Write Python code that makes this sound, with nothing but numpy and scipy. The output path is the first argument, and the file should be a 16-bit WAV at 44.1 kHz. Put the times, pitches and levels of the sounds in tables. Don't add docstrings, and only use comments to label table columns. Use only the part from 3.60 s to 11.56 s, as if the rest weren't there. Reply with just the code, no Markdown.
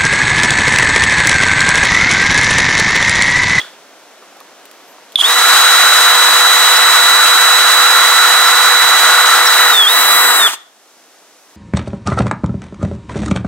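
import sys
import numpy as np
from scipy import signal
from scipy.fft import rfft, irfft
from scipy.io import wavfile
from scipy.ndimage import uniform_filter1d, map_coordinates

SR = 44100
rng = np.random.default_rng(int(sys.argv[2]) if len(sys.argv) > 2 else 0)


def digitize_waveform(pressure):
    field = np.atleast_2d(pressure).T
    bounded = np.clip(field, -1, 1)
    quanta = np.round(bounded * 32767).astype(np.int16)
    wavfile.write(sys.argv[1], SR, quanta)


N = 351036
T = np.arange(N) / SR
FREQS = np.arange(N // 2 + 1) * SR / N


def undb(db):
    return 10 ** (np.asarray(db) / 20)


def unit(x):
    return x / np.sqrt(np.mean(x ** 2))


def ramp(start_s, length_s):
    return np.clip((T - start_s) / length_s, 0, 1)


def curves(rows):
    s, *columns = np.transpose(rows)
    return [np.interp(T, s, c) for c in columns]


def over_frequency(points):
    hz, value = np.transpose(points)
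    return np.interp(np.log(FREQS + 1), np.log(hz), value)


def colour(x, points):
    return irfft(rfft(x) * undb(over_frequency(points)), N)


def ring(x, hz, width_hz):
    b, a = signal.iirpeak(hz, hz / width_hz, fs=SR)
    return signal.lfilter(b, a, x)


def walk(rate):
    hold = int(SR / rate)
    steps = np.repeat(rng.standard_normal(N // hold + 1), hold)
    smooth = uniform_filter1d(uniform_filter1d(steps, hold), hold)
    return unit(smooth[:N])


def impacts(per_second, scatter_db):
    struck = rng.random(N) < per_second / SR
    sign = rng.choice([-1, 1], N)
    return struck * sign * undb(scatter_db * rng.standard_normal(N))


def strokes(rows, t60):
    total = 0
    for s, db in rows:
        rise = np.clip((T - s) / 0.0005, 0, 1)
        total = total + rise * undb(db - 60 * np.clip(T - s, 0, 5 * t60) / t60)
    return total


# frequency in Hz, likeness from 0 to 1.
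PORT_LIKENESS = [(100, 0.68), (1000, 0.99), (1900, 1), (2600, 0.66), (4000, 0.38), (6000, 0.3),
                 (8300, 0.27), (10000, 0.02), (15000, 0.2)]
PORT_LAG_MS = 0.041


def ports(direct, scattered):
    likeness = np.clip(over_frequency(PORT_LIKENESS), 0, 1)
    mid = rfft(direct) * np.sqrt((1 + likeness) / 2)
    side = rfft(scattered) * np.sqrt((1 - likeness) / 2)
    delay = np.exp(-2j * np.pi * FREQS * PORT_LAG_MS / 1000)
    return irfft(np.array([mid + side, (mid - side) * delay]), N)


def stereo_noise(points):
    direct, scattered = colour(rng.standard_normal((2, N)), points)
    return unit(ports(direct, scattered))


def tone(hz, db, pan_db, lag_ms=PORT_LAG_MS):
    phase = 2 * np.pi * np.cumsum(hz) / SR + rng.uniform(0, 2 * np.pi)
    late = 2 * np.pi * hz * lag_ms / 1000
    left = undb(db + pan_db / 2) * np.sin(phase)
    right = undb(db - pan_db / 2) * np.sin(phase - late)
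    return np.sqrt(2) * np.array([left, right])


DRAW_BACK_AT_S, DRAW_BACK_S = 5.75, 1.1
NEAR_SCATTER_DB, NEAR_LAG_MS = -3.5, 0.059


def drawn_back():
    return ramp(DRAW_BACK_AT_S, DRAW_BACK_S)


def moving_ports(direct, scattered):
    near = drawn_back()
    left, right = ports(direct, scattered * undb(NEAR_SCATTER_DB * near))
    heard_at = (T - near * NEAR_LAG_MS / 1000) * SR
    right = map_coordinates(right, [heard_at], mode="nearest")
    return unit(np.array([left, right]))


# frequency in Hz, relative level in dB.
ROOM_AIR = [(50, -45), (100, -20.5), (180, -8), (280, -2), (520, -3), (690, -1), (850, -4.5), (1400, -6.5),
            (2400, -11.5), (4500, -14), (6000, -10), (8000, -13), (12000, -18), (15500, -23.5)]
MURMUR_BEFORE_DB, MURMUR_AFTER_DB, HISS_DB = -42.5, -48.5, -51
LULL_DB, LULL_UNTIL_S, SWELL_S = -3.5, 7.1, 0.21
BRAKE_AT_S = 6.866


def background():
    after = T > BRAKE_AT_S
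    lull_db = LULL_DB * after * (1 - ramp(LULL_UNTIL_S, SWELL_S))
    murmur_db = np.where(after, MURMUR_AFTER_DB, MURMUR_BEFORE_DB)
    air = stereo_noise(ROOM_AIR)
    low, high = (unit(signal.sosfilt(signal.butter(4, 4000, kind, fs=SR, output="sos"), air))
                 for kind in ("low", "high"))
    whistle = tone(np.full(N, 11719), -68.5, 0, lag_ms=.01)
    murmur = low * undb(murmur_db + 0.32 * walk(15))
    return (murmur + high * undb(HISS_DB) + whistle) * undb(lull_db)


ROOM_T60_S = .42


def room(x, wet_db):
    t = T[:SR // 2]
    near, far = rng.standard_normal((2, 2, len(t))) * (t > .005)
    far = signal.lfilter(*signal.butter(1, 4500, fs=SR), far)
    far = far * undb(-60 * t / ROOM_T60_S)
    response = far + 0.75 * near * undb(-60 * t / .13)
    response = response / np.sqrt(np.sum(response[0] ** 2))
    return undb(wet_db) * signal.fftconvolve(x, response, axes=1)[:, :N]


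def dying_burst():
    tail = stereo_noise([(200, -20), (700, -9), (1450, -1.5), (2500, -11.5), (3150, -9), (3420, 2), (3750, -9),
                         (8000, -18), (15000, -28)])
    return tail * strokes([(0, -27.0)], t60=ROOM_T60_S)


# start in seconds, level in dB.
HOUSING_KNOCKS = [(.624, -34), (.809, -33), (1.383, -38), (1.587, -22), (6.932, -18.5)]
# start in seconds, level in dB.
BIT_TICKS = [(.768, -39), (.803, -30), (1.054, -31), (1.061, -36), (1.113, -31), (1.521, -31), (1.527, -35)]
SLIDE_AT_S, SLIDE_S, SLIDE_DB = 1.27, .13, -55.5


def handling():
    knocks = stereo_noise([(100, -31), (280, -8), (700, -1), (1050, 7), (1700, -9), (4000, -22.5), (12000, -45)])
    ticks = stereo_noise([(500, -13), (2000, -1.0), (4000, -1.5), (8000, -5.5), (12500, -1.5), (15500, -7)])
    slide = stereo_noise([(6000, -33.5), (10500, -14), (12200, 2), (14000, -13.5)])
    slide_swell = np.exp(-((T - SLIDE_AT_S) / SLIDE_S) ** 2)
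    slide = slide * slide_swell * undb(SLIDE_DB + 3 * walk(50))
    return knocks * strokes(HOUSING_KNOCKS, t60=0.054) + ticks * strokes(BIT_TICKS, t60=0.017) + slide


# middle in seconds, peak level in dB, pitch in Hz, glide in Hz per second.
FLUTE_SQUEAKS = [(3.168, -16, 5150, -1.5), (4.313, -18, 5000, 5), (4.872, -16.5, 5150, -8000),
                 (5.762, -20, 5150, 1), (5.874, -12.5, 5430, -30000)]


def squeaks():
    out = 0
    for s, db, hz, glide in FLUTE_SQUEAKS:
        since = np.clip(T - s, -.05, .05)
        swell = np.exp(-(since / .008) ** 2)
        out = out + swell * tone(hz + glide * since + 60 * walk(300), db, 0)
    return out


# pulled in seconds, let go in seconds.
TRIGGER_PULLS = [(1.557, 6.115), (6.265, 6.783)]
CRUISE_HZ, GOVERNOR_SLACK = 492, .0004
SPIN_UP_S, SPIN_UP_POWER = .061, 1.7
COAST_LOSS_HZ, COAST_S, COAST_POWER = 90, .15, .65
BRAKE_S, BRAKE_POWER = .089, 1.3


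def shaft_speed():
    hz = np.zeros(N)
    for pulled, let_go in TRIGGER_PULLS:
        speed_left = hz[int(pulled * SR)] / CRUISE_HZ
        head_start = (-np.log(1 - speed_left)) ** (1 / SPIN_UP_POWER)
        climb = head_start + np.maximum(T - pulled, 0) / SPIN_UP_S
        powered = CRUISE_HZ * (1 - np.exp(-climb ** SPIN_UP_POWER))
        loss = COAST_LOSS_HZ * (np.maximum(T - let_go, 0) / COAST_S) ** COAST_POWER
        hz = np.where(T < pulled, hz, powered - loss)
    braking = 1 - ramp(BRAKE_AT_S, BRAKE_S) ** BRAKE_POWER
    return np.maximum(hz, 0) * braking * (1 + GOVERNOR_SLACK * walk(45))


def coast(hz):
    keep = np.exp(-1 / (0.0098 * SR))
    return np.maximum(hz, signal.lfilter([1 - keep], [1, -keep], hz + 1e-18))


def slowing(hz):
    return np.log10(coast(hz) / CRUISE_HZ + 1e-9)


# frequency in Hz, relative level in dB.
FAN_AIR = [(100, -25), (200, -10.5), (310, 0.5), (550, -3.5), (2000, -17), (3200, 1), (6500, -8), (8100, 7),
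           (9300, -0.5), (10500, 0), (12200, 3.5), (15500, 0)]
FAN_DB, FAN_SPEED_DB, VENTS_DB = -21.5, 86, 8
VENTS_TURN_AT_S, VENTS_TURN_S = 5.7, 0.75


def fan(hz):
    air_db = FAN_DB + FAN_SPEED_DB * slowing(hz) + VENTS_DB * ramp(VENTS_TURN_AT_S, VENTS_TURN_S)
    air = moving_ports(*colour(rng.standard_normal((2, N)), FAN_AIR))
    side_db = np.array([[.7], [-.7]])
    return air * undb(air_db + 0.78 * walk(80) + side_db)


# peak in seconds, rotor kicks in dB, gear scrape in dB, rise in dB per second, fall in dB per second.
TORQUE_SURGES = [(1.612, -1, -26.5, 257, 2200), (6.939, -24, -22, 520, 599)]


def surges():
    total = 0
    for s, kick_db, scrape_db, rise, fall in TORQUE_SURGES:
        below_peak_db = np.maximum(rise * (s - T), fall * (T - s))
        total = total + undb(np.array([[kick_db], [scrape_db]]) - below_peak_db)
    return total


# frequency in Hz, relative level in dB.
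HOUSING_RING = [(60, -50), (180, -36), (300, -14), (390, -11.5), (550, -12.5), (660, -1), (900, 2),
                (1200, 6.5), (1620, 3), (1950, 4), (2250, -4.5), (2600, -12.5), (4000, -19), (9000, -40)]
# frequency in Hz, width in Hz, relative level in dB.
BIT_MODES = [(1354, 76, 4), (1430, 110, 4)]
# frequency in Hz, relative level in dB.
GRIT_HISS = [(800, -43), (2200, -2), (2800, 0.5), (3400, 2.5), (4300, -1), (6100, -3.5), (6600, 1),
             (7050, -0.5), (7600, -1.5), (8350, 0), (9000, -5.5), (10300, -8), (11500, -6), (13000, -10),
             (15500, -11.5)]
# time in seconds, feed in dB.
FEED_PUSH = [(1.66, -7.5), (1.9, 2), (2.06, 1), (2.6, -0.3), (3.1, 0), (4.8, -0.35), (5.4, 0.2), (6.1, 0.4),
             (6.22, -2), (6.8, -1.5)]
# level in dB, dB per dB of feed, dB per tenfold speed.
RATTLE_LEVEL = (-14, 0.63, 59)
CHATTER_LEVEL = (-17, 1.7, 60)
GRIT_LEVEL = (-14, 0.62, 39)
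GRIT_FADE_DB_PER_S = .5
NEAR_RATTLE_DB = 1.5


def boring(hz):
    feed_db, = curves(FEED_PUSH)
    slow = slowing(hz)
    rattle_db, chatter_db, grit_db = (db + by_feed * feed_db + by_speed * slow
                                      for db, by_feed, by_speed in (RATTLE_LEVEL, CHATTER_LEVEL, GRIT_LEVEL))
    rattle_db = rattle_db + NEAR_RATTLE_DB * drawn_back()
    grit_db = grit_db - GRIT_FADE_DB_PER_S * (T - TRIGGER_PULLS[0][0])
    scrape = surges()[1]
    turning = np.clip(coast(hz) / CRUISE_HZ / 0.25, 0, 1)
    bite_db = 0.35 * walk(30)
    grab_db = 2.2 * walk(70)

    rattle = moving_ports(*(colour(impacts(5000 * turning, scatter_db=1.0), HOUSING_RING) for _ in range(2)))
    blows = [impacts(2200 * turning, scatter_db=1.0) for _ in range(2)]
    chatter = moving_ports(*(sum(undb(db) * ring(b, f, width) for f, width, db in BIT_MODES) for b in blows))
    grit = moving_ports(*(colour(impacts(14000 * turning, scatter_db=2), GRIT_HISS) for _ in range(2)))

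    rattle = rattle * (undb(rattle_db + bite_db + 0.51 * walk(60)) + scrape * undb(-10))
    chatter = chatter * undb(chatter_db + bite_db + grab_db)
    grit = grit * (undb(grit_db + .5 * bite_db + 0.85 * walk(70)) + scrape)
    return rattle + chatter + grit


ROTOR_HZ, ROTOR_WIDTH_HZ = 3375, 280
# frequency in Hz, width in Hz, relative level in dB.
ROTOR_PAIR = [(3210, 180, 2), (3430, 190, 2.5)]
# start in seconds, relative level in dB.
ROTOR_JOLTS = [(.001, -12), (.015, -14), (1.557, 6.5)]


def rotor_kicks(hz):
    current = surges()[0]
    kicks = np.diff(np.floor(4 * np.cumsum(hz) / SR), prepend=0)
    kicks = kicks * current * undb(1.5 * walk(500))
    flare = 0
    for k, (f, width, db) in enumerate(ROTOR_PAIR):
        flare = flare + 17 * (-1) ** k * undb(db) * ring(kicks, f, width)
    jolt_phase = 2 * np.pi * np.cumsum(ROTOR_HZ + 90 * walk(700)) / SR
    jolts = strokes(ROTOR_JOLTS, t60=0.02) * np.sin(jolt_phase)
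    switching = sum(np.sin(2 * np.pi * np.cumsum(10050 + sign * 4 * hz) / SR) for sign in (-1, 1))
    switching = switching * current * undb(-25.5) * np.clip(hz / 150, 0, 1)
    out = flare + jolts + switching
    return np.array([0.86 * out, 1.5 * np.roll(out, 1)])


def rotor_db(hz):
    return -10 * np.log10(1 + (2 * (hz - ROTOR_HZ) / ROTOR_WIDTH_HZ) ** 2)


# time in seconds, whine in dB, its left minus right in dB, its octave in dB, top whistle in dB.
IN_THE_HOLE = [(1.76, -20, -3.5, -34.5, -48), (1.93, -16.5, -3.5, -36, -33), (3.63, -16.5, -5.0, -25, -32),
               (4.64, -19, -9.5, -34, -37), (5.23, -19.5, -11, -37, -31), (5.74, -19, -7, -37, -36),
               (5.77, -21, -6, -37, -38), (6.03, -16, -4.0, -35, -26), (6.1, -19.5, -4.0, -37, -42)]
ON_THE_WAY_OUT = [(6.39, -18, -5, -36, -34), (6.678, -18.5, -1, -20, -35), (6.75, -19, 1, -28, -38)]
# multiple of the shaft rate, level in dB at full speed,
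# left minus right in dB, flutter in dB (rms; its sign does not matter).
SHAFT_ORDERS = [(1, -31, 0, -1.5), (2, -37.5, -9.5, 4.5), (3, -31.5, 3, 5.5), (4, -24, -7, 2),
                (10, -41, 3, 5.5), (12, -40, 10, 4), (20, -44, -3, -2), (23, -30.5, 1, 3.5)]
NEAR_SWELL_LOSS = 0.22


def motor(hz):
    whine_db, pan_db, octave_db, whistle_db = curves(np.vstack([IN_THE_HOLE, ON_THE_WAY_OUT]))
    near = drawn_back()
    slow_db = 20 * np.log10(hz / CRUISE_HZ + 1e-6)
    swell_db = (rotor_db(8 * hz) - rotor_db(8 * CRUISE_HZ)) * (1 - NEAR_SWELL_LOSS * near)
    whine_db = whine_db + 5.0 + swell_db + 3.4 * slow_db + 0.59 * walk(40)
    out = tone(8 * hz, whine_db, pan_db * undb(-swell_db), lag_ms=0.059)
    octave_db = octave_db + 5 * slow_db + 1.5 * walk(60)
    out += tone(16 * hz, octave_db, -1.1, lag_ms=0.088)
    whistle_db = whistle_db + 0.5 + 5 * near + 8 * slow_db + 2 * walk(60)
    out += tone(28 * hz, whistle_db, 3, lag_ms=.05 + .035 * near)
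    for order, db, side_db, flutter_db in SHAFT_ORDERS:
        out += tone(np.round(order) * hz, db + 4 * slow_db + flutter_db * walk(55), side_db)
    return out


def scene():
    hz = shaft_speed()
    drill = motor(hz) + rotor_kicks(hz) + boring(hz) + fan(hz) + squeaks() + handling()
    return drill + room(drill, wet_db=-19.0) + dying_burst() + background()


LOW_CUT_HZ, TOP_HZ = 340, 15700


def record(dry):
    clipped = np.clip(dry, -1, 1)
    thin = signal.sosfilt(signal.butter(1, LOW_CUT_HZ, "high", fs=SR, output="sos"), clipped)
    return signal.sosfilt(signal.ellip(10, .1, 70, TOP_HZ, fs=SR, output="sos"), thin)


dry = scene()
out = record(dry)
digitize_waveform(out)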